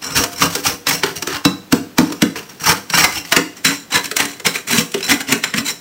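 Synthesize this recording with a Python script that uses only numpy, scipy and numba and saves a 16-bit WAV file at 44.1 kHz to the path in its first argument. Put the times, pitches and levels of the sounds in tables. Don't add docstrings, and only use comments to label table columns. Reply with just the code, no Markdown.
import sys
import numpy as np
from scipy import signal
from scipy.fft import rfft, irfft
from scipy.io import wavfile
from scipy.ndimage import uniform_filter1d
from numba import njit

SR = 44100
rng = np.random.default_rng(int(sys.argv[2]) if len(sys.argv) > 2 else 0)


def transcribe(u):
    v = np.clip(np.atleast_2d(u).T, -1, 1)
    q = np.round(v * 32767).astype(np.int16)
    wavfile.write(sys.argv[1], SR, q)


N = 256112
TIME = np.arange(N) / SR
SHIFT_S = 3.53


def scraping():
    pressure, hiss_db, drum_db, sing_db = stroke_controls()
    slips = stick_slip(rate=320, scatter_db=2.5, slip_s=0.0045, drag=0.66)
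    pressure = pressure * undb(1.9 * wander(55))
    snaps = pressure * slips * crystals(N, rate=14000, spread_db=3.5)
    lump_hz = contact_pitch(TIME) * np.exp(0.2 * np.clip(wander(70), -2, 2))
    force = contact(snaps, hiss_db, lump_hz, width=0.1, bite_db=7.0)
    flakes = pressure * chips(rate=260, low_hz=758, high_hz=6310, cycles=3.7, scatter_db=1.5)
    crunch = undb(-7.5) * frost(force) + undb(-11.5) * flakes
    crunch = undb(-0.4 * sing_db) * crunch
    singing = undb(-7 + sing_db) * bowl(snaps)
    drumming = undb(-5) * liner(snaps * undb(drum_db), damping=1.3)
    return crunch + singing + drumming


def stroke_controls():
    # start_s, dig_in_s, full_push_s, easing_off_s, full_pressure_db, hiss_db, drumming_db, singing_db
    strokes = [ (0.01, 0.013, 0.1, 0.15, -25.5, -1, -4.5, 5),
               (0.146, 0.017, 0.011, 0.095, -6.5, 2.5, 0.5, 0), (0.31, 0.01, 0.017, .03, -32, 10.5, -2, 1),
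               (0.361, 0.077, 0.017, 0.034, -12.5, 5, -4, 3), (0.49, 0.014, .1, 0.032, -30, 9, -6, -1),
               (0.629, 0.027, 0.019, 0.086, -9, 5.5, -8, 0.5), (0.867, 0.02, .012, .03, -12, 10, -10, 2),
               (0.905, 0.0072, 0.024, 0.079, -16, 8.5, -3, 4), (1.04, 0.013, .02, 0.12, -22, -1, -6, -5),
               (1.154, 0.0075, 0.0091, 0.039, -27, 13, 2.5, 5.5),
               (1.266, 0.0045, 0.089, 0.076, -21, -4.5, -11, -4.5), (1.99, .01, .05, 0.35, -31, 1, -7, 2),
               (2.354, 0.0051, 0.03, 0.12, -27, 2.5, -2.5, -2),
               (2.485, 0.0087, .01, 0.13, -34.5, 3, -8, -1),
               (2.596, 0.0056, .03, 0.025, -24.5, 6.5, 0, 2.5),
               (2.627, .045, 0.053, 0.013, -7, 0.5, -11, -0.5),
               (2.735, 0.027, .02, 0.034, -28, 0, -2.5, -3),
               (2.923, 0.022, .015, 0.028, -9.5, 2, -12.5, 6.5),
               (2.963, 0.013, 0.028, 0.076, -4.5, 1.5, -10, 1),
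               (3.07, 0.05, 0.06, 0.064, -21.5, 4, -8.5, 4.5), (3.245, 0.011, 0.059, .03, -39, 11, -6, -1),
               (3.559, 0.0087, 0.016, .05, -32, 7, -8, 7.5),
               (3.642, 0.0073, 0.011, 0.084, -5, -0.5, -8.5, 3.5),
               (3.69, 0.014, 0.022, 0.11, -20, 6, -12, 6),
               (3.905, 0.05, 0.0069, 0.057, -5.5, 0.5, -13.5, 3),
               (4.03, 0.015, 0.011, 0.054, -20.5, 9, -7, 3),
               (4.163, 0.038, 0.017, 0.067, -10, 1.5, -8.5, 0.5),
               (4.26, 0.021, 0.034, 0.11, -28, 5.5, -9, 4), (4.446, 0.0071, 0.0084, 0.058, -7, 2, -9.5, 4),
               (4.53, 0.025, 0.0046, 0.059, -16.5, 5, -13, 3),
               (4.668, 0.0061, 0.018, .01, -17.5, 9, -10, 7),
               (4.68, 0.016, 0.1, 0.048, -13.5, 8.5, -6, 5.5), (4.95, 0.014, 0.048, 0.037, -31, 5, 1, 3),
               (5.028, 0.017, 0.02, 0.033, -19, 9, -10, 9), (5.078, 0.013, 0.03, 0.052, -8.5, 3, -7.5, 2),
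               (5.185, 0.025, .005, 0.012, -15, 5, -14.5, 2.5), (5.27, .016, 0.034, 0.073, -14.5, 2, 1, 4),
               (5.42, .02, .005, 0.081, -16, 0, -6.5, 3.5), (5.55, .028, 0.0088, 0.036, -10, 3, -2, 3),
               (5.646, 0.023, 0.037, 0.027, -14.5, 8, -13, 7.5), ]
    first_touch_db, last_touch_db = -20, -26.5
    land_s, lift_s = 0.0034, 0.0058
    drum_start_db, drum_end_db = -4.5, 6.5
    hiss_per_slack, sing_per_slack = 0.1, 0.21
    controls = np.zeros((4, N))
    for start, dig_s, push_s, ease_s, db, hiss_db, drum_db, sing_db in strokes:
        corners = start + np.cumsum([0, dig_s, push_s, ease_s])
        end = corners[-1]
        contact_s = [start - land_s, start, end, end + lift_s]
        span = slice(*np.searchsorted(TIME, [contact_s[0], contact_s[-1]]))
        t = TIME[span]
        slack_db = -np.interp(t, corners, [first_touch_db, 0, 0, last_touch_db])
        touching = np.interp(t, contact_s, [0, 1, 1, 0])
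        pressure = touching * undb(db - slack_db)
        sunk_db = np.interp(t, [start, end], [drum_start_db, drum_end_db])
        stroke = [
            pressure,
            hiss_db + hiss_per_slack * slack_db,
            drum_db + sunk_db,
            sing_db + sing_per_slack * slack_db,
        ]
        firmer = pressure > controls[0, span]
        controls[:, span] = np.where(firmer, stroke, controls[:, span])
    return controls


def stick_slip(rate, scatter_db, slip_s, drag):
    chance = rng.random((N, 2))
    slips = (chance[:, 0] < rate / SR) * undb(scatter_db * chance[:, 1])
    gate = through(slips, np.exp(-TIME[:SR // 10] / slip_s))
    gate = gate / gate.mean() + drag
    return gate / np.sqrt(uniform_filter1d(gate ** 2, size=1400))


def crystals(size, rate, spread_db):
    strength = undb(spread_db * np.minimum(rng.exponential(size=size), 4))
    happens = rng.random(size) < rate / SR
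    snaps = happens * rng.choice([-1, 1], size) * strength
    return snaps / np.sqrt(np.mean(snaps ** 2))


def contact_pitch(t):
    # time_s, pitch_hz
    path = [(0, 1454), (0.42, 1240), (0.88, 1900), (1.05, 1500), (1.45, 1400), (1.98, 890), (2.36, 1970),
            (2.68, 1410), (2.94, 1500), (3.0, 2060), (3.95, 1770), (4.45, 2100), (4.78, 2420), (5.06, 2550),
            (5.25, 2080), (5.8, 2130)]
    return np.interp(t, *np.transpose(path))


def contact(snaps, hiss_db, hz, width, bite_db, split_hz=4500):
    coarse = signal.sosfilt(signal.butter(2, split_hz, fs=SR, output="sos"), snaps)
    fine = signal.sosfilt(signal.butter(2, split_hz, "high", fs=SR, output="sos"), snaps)
    return coarse - fine * undb(hiss_db) + undb(bite_db) * resonance(coarse, hz, width)


def chips(rate, low_hz, high_hz, cycles, scatter_db):
    t = TIME[:SR // 50]
    slots = rng.random((N // 64, 4))
    out = np.zeros(N + len(t))
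    for k in np.flatnonzero(slots[:, 0] < rate * N / SR / len(slots)):
        hz = low_hz * (high_hz / low_hz) ** slots[k, 1]
        start = int((k + slots[k, 3]) * N / len(slots))
        flake = unit(np.sin(2 * np.pi * hz * t) * np.exp(-t * hz / cycles))
        out[start:start + len(t)] += undb(scatter_db * slots[k, 2]) * flake
    return out[:N] / np.std(out)


def frost(force):
    # pitch_hz, right_db, left_db
    crunch = [(100, -13, -14), (387, -4.5, -1.5), (644, -1.5, -5.5), (930, 2.5, -5), (1460, 2, 1.5),
              (2870, 0.5, 0.5), (3900, -3.5, -4), (4640, 0, -6.5), (5760, -2.5, -6), (8400, -5.5, -6.5),
              (10300, -11, -13), (11500, -13, -15.5), (13800, -6.5, -12), (15900, -7, -13.5)]
    right, left = (unit(colour(np.array(crunch)[:, [0, side]])) for side in (1, 2))
    return along_wall(force, right, left)


def bowl(force, drift=0.013, patchy_db=3.5):
    # pitch_hz, width_hz, right_db, left_db
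    resonances = [(1487, 65, -13.5, -38.5), (1970, 20, -25, -13), (2280, 160, -5.5, -36),
                  (2755, 52, -6, -17), (3982, 74, -5.5, -0.5), (5362, 56, 3, -3), (5640, 140, 4, -3),
                  (7180, 250, -3.5, 0), (7880, 120, -4.5, -24)]
    out = 0
    for hz, width, right_db, left_db in resonances:
        db = np.where(TIME > SHIFT_S, left_db, right_db) + patchy_db * np.minimum(wander(35), 1)
        bent_hz = hz * (1 + drift * wander(25))
        even = np.sqrt(SR / np.pi / width)
        out = out + undb(db) * resonance(force, bent_hz, width / hz) * even
    return out / np.sqrt(len(resonances))


def liner(force, damping, right_hz=45, left_hz=105):
    # pitch_hz, right_db, left_db, t60_s
    wall = [(99.6, -9.5, -24, 0.6), (170.6, -2, -14, 0.29), (196.3, -3, -9.5, 0.14), (230.5, -18, 5, 0.075),
            (280.2, -0.5, 3.5, 0.16), (314.5, -5, -7.5, 0.18), (405.7, -13, -6.5, 0.11),
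            (481, -4, -7.5, 0.074), (626.4, -10.5, -12, 0.11), (702, -11.5, -15, 0.53)]
    sides = []
    for side, lowest_hz in ((1, right_hz), (2, left_hz)):
        modes = ring(np.array(wall)[:, [0, side, -1]], damping)
        sides.append(signal.sosfilt(signal.butter(2, lowest_hz, "high", fs=SR, output="sos"), modes))
    return along_wall(force, *sides)


def along_wall(force, right, left):
    moved = TIME > SHIFT_S
    return through(force * ~moved, right) + through(force * moved, left)


def jabbing(crush_s=0.0037, lead_in_s=0.011, lead_in_db=-13, push_s=0.00064, sink_s=0.00541, wall_growth=1.49):
    # start_s, level_db, hiss_db, thud_db, thud_pitch_hz, spoon_ring_db
    jabs = [ (0.237, -7.5, -1, -30, 275, -16), (0.42, 2, -21, -20, 187, -15),
            (0.551, -13.5, 6, -8.5, 390, 4), (0.869, -6.5, -4, -28, 196, 11), (0.909, -8, -8, -26, 169, -8),
            (1.034, -1.5, -12, -14.5, 397, -13), (1.223, -16, 2.5, -8, 310, -2),
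            (1.272, -16, 2, -3, 356, -11), (1.366, -18, -6, -24, 350, -6),
            (1.451, -4, -2.5, -2.5, 205, 17.5), (1.724, -4, -0.5, -2.5, 235, -34),
            (1.983, 0, -4.5, -5, 243, -15), (2.101, -26, -3, 4.5, 297, -9), (2.122, -20.5, 4, -7, 290, -6),
            (2.22, -2.5, -4.5, -4.5, 222, -19), (2.357, -19.5, -22, -9.5, 400, -4),
            (2.718, -11, -14, -33, 309, -9), (2.9, -15, 0, -15, 168, 1), (2.937, -3, -24, -19.5, 168, -6),
            (3.041, 3, -4.5, -37, 260, -2), (3.25, -24, -7, -30, 347, 0), (3.322, 1.5, -1.5, -22.5, 312, 2),
            (3.364, 3.5, -6, -13.5, 307, -18), (3.649, -10, 9, -12, 168, 10),
            (4.113, -17, 5, -8.5, 434, -2), (4.166, -9.5, 8.5, -23, 384, -6),
            (4.253, -20.5, 6, -12, 234, -9), (4.398, -24, 0.5, -10.5, 405, -1),
            (4.464, -5, 2.5, -21, 213, -4), (4.918, -36, 16.5, -10, 294.8, 0),
            (4.942, -12.5, -1, -3.5, 387, -5), (5.006, -23.5, 1.5, -20, 280, 2),
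            (5.028, -24.5, 3, -16, 250, 24.5), (5.323, -3.5, 2, -14, 227, -10),
            (5.438, -8, 0, -37, 420, 9.5), (5.539, -9, -11, -12, 206, -3), ]
    # pitch_hz, level_db, t60_s
    spoon = [(1560, -19, 0.38), (2500, -17, 0.24), (2674, 7.5, 0.072), (3260, -21, 0.13), (3840, -14, 0.15),
             (3950, 13.5, 0.091), (5230, 12, 0.034), (5430, -10, 0.098), (5930, -9, 0.13),
             (7290, -19, 0.14)]
    before = SR // 20
    t = TIME[:SR // 6] - before / SR
    age = np.maximum(t, 0) / crush_s
    crushing = np.sqrt(2 * np.e * age) * np.exp(-age)
    lead_in = undb(lead_in_db) * np.exp(-np.abs(t) / (lead_in_s / 2))
    shape = crushing + lead_in
    push = unit(np.sin(np.pi * np.clip((t - sink_s) / push_s, 0, 1)) ** 2)
    crush, clink, shove, patch = np.zeros((4, N + len(t)))
    for s, db, hiss_db, thud_db, thud_hz, ring_db in jabs:
        start = int(s * SR) - before
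        span = slice(start, start + len(t))
        snaps = undb(db) * shape * crystals(len(t), rate=16000, spread_db=3)
        crush[span] += contact(snaps, hiss_db, contact_pitch(s + t), width=0.23, bite_db=0.5)
        clink[start + before] += undb(db + ring_db)
        knock = undb(db + thud_db)
        knock_hz = np.full(len(t), float(thud_hz))
        patch[span] += knock * unit(resonance(push, knock_hz, 0.14))
        shove[span] += knock ** wall_growth * resonance(push, knock_hz, 0.68)
    crunch = undb(-5.5) * frost(crush[:N]) + undb(-17.0) * bowl(crush[:N])
    ringing = undb(5.0) * through(clink[:N], ring(spoon, damping=1))
    thud = undb(20.5) * liner(shove[:N], damping=1.37) + undb(24.5) * patch[:N]
    return crunch + ringing + thud


def ring(modes, damping):
    t = TIME[:SR // 2]
    out = 0
    for hz, db, t60 in modes:
        out = out + undb(db) * unit(np.sin(2 * np.pi * hz * t) * fade(t60 / damping))
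    return unit(out)


@njit
def resonance(x, hz, width):
    y, band, low = np.empty(len(x)), 0., 0.
    for i in range(len(x)):
        g = np.tan(np.pi * hz[i] / SR)
        v = (band + g * (x[i] + 1e-18 - low)) / (1 + g * (g + width))
        band, low, y[i] = 2 * v - band, low + 2 * g * v, width * v
    return y


def wander(rate):
    hold = int(SR / rate)
    steps = np.repeat(rng.standard_normal(N // hold + 1), hold)
    return 1.14 * uniform_filter1d(steps, hold)[:N]


def echoes(x, spectrum, t60, delay_s, count=3):
    paths = np.array([wander(4) for _ in range(count)])
    paths /= np.linalg.norm(paths, axis=0)
    decay = fade(t60) * (TIME[:SR // 2] > delay_s)
    wet = 0
    for share in paths:
        tail = unit(rng.standard_normal(len(decay)) * decay)
        wet = wet + through(x * share, tail)
    return through(wet, colour(spectrum))


def kitchen_air():
    # pitch_hz, level_db
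    spectrum = [(25, 0), (70, -4), (170, 7), (300, 6), (600, -2.5), (2000, -8), (6000, -13), (10000, -21),
                (15500, -14)]
    return undb(-42.5) * through(rng.standard_normal(N), unit(colour(spectrum)))


def undb(db):
    return 10 ** (np.asarray(db) / 20)


def unit(x):
    return x / np.sqrt(np.sum(x ** 2))


def through(x, response):
    return signal.oaconvolve(x, response)[:len(x)]


def fade(t60):
    return np.exp(-np.log(1000) * TIME[:SR // 2] / t60)


def colour(points, size=2048):
    hz, db = np.transpose(points)
    bins = np.maximum(np.fft.rfftfreq(size, 1 / SR), 1)
    gain = undb(np.interp(np.log(bins), np.log(hz), db))
    cepstrum = irfft(np.log(gain))
    cepstrum[1:size // 2] *= 2
    cepstrum[size // 2 + 1:] = 0
    return irfft(np.exp(rfft(cepstrum)))


def scene():
    # pitch_hz, level_db
    box = [(100, -17), (400, 0.5), (1200, -3), (2500, -10.5), (5000, -13.5), (15000, -8)]
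    # pitch_hz, level_db
    kitchen = [(100, -19), (300, -11), (1200, -17), (5000, -14.5), (10000, -14), (15000, -14.5)]
    direct = scraping() + jabbing()
    boxed = direct + echoes(direct, box, t60=0.21, delay_s=0.003)
    room = echoes(boxed, kitchen, t60=0.43, delay_s=0.011)
    return (boxed + room + kitchen_air())[None]


def record(dry, bass_hz=60, top_hz=15750, ceiling=0.71):
    thin = signal.sosfilt(signal.butter(2, bass_hz, "high", fs=SR, output="sos"), dry)
    clipped = thin / (1 + (thin / ceiling) ** 8) ** (1 / 8)
    return signal.sosfiltfilt(signal.ellip(10, 0.1, 60, top_hz, fs=SR, output="sos"), clipped)


dry = scene()
out = record(dry)
transcribe(out)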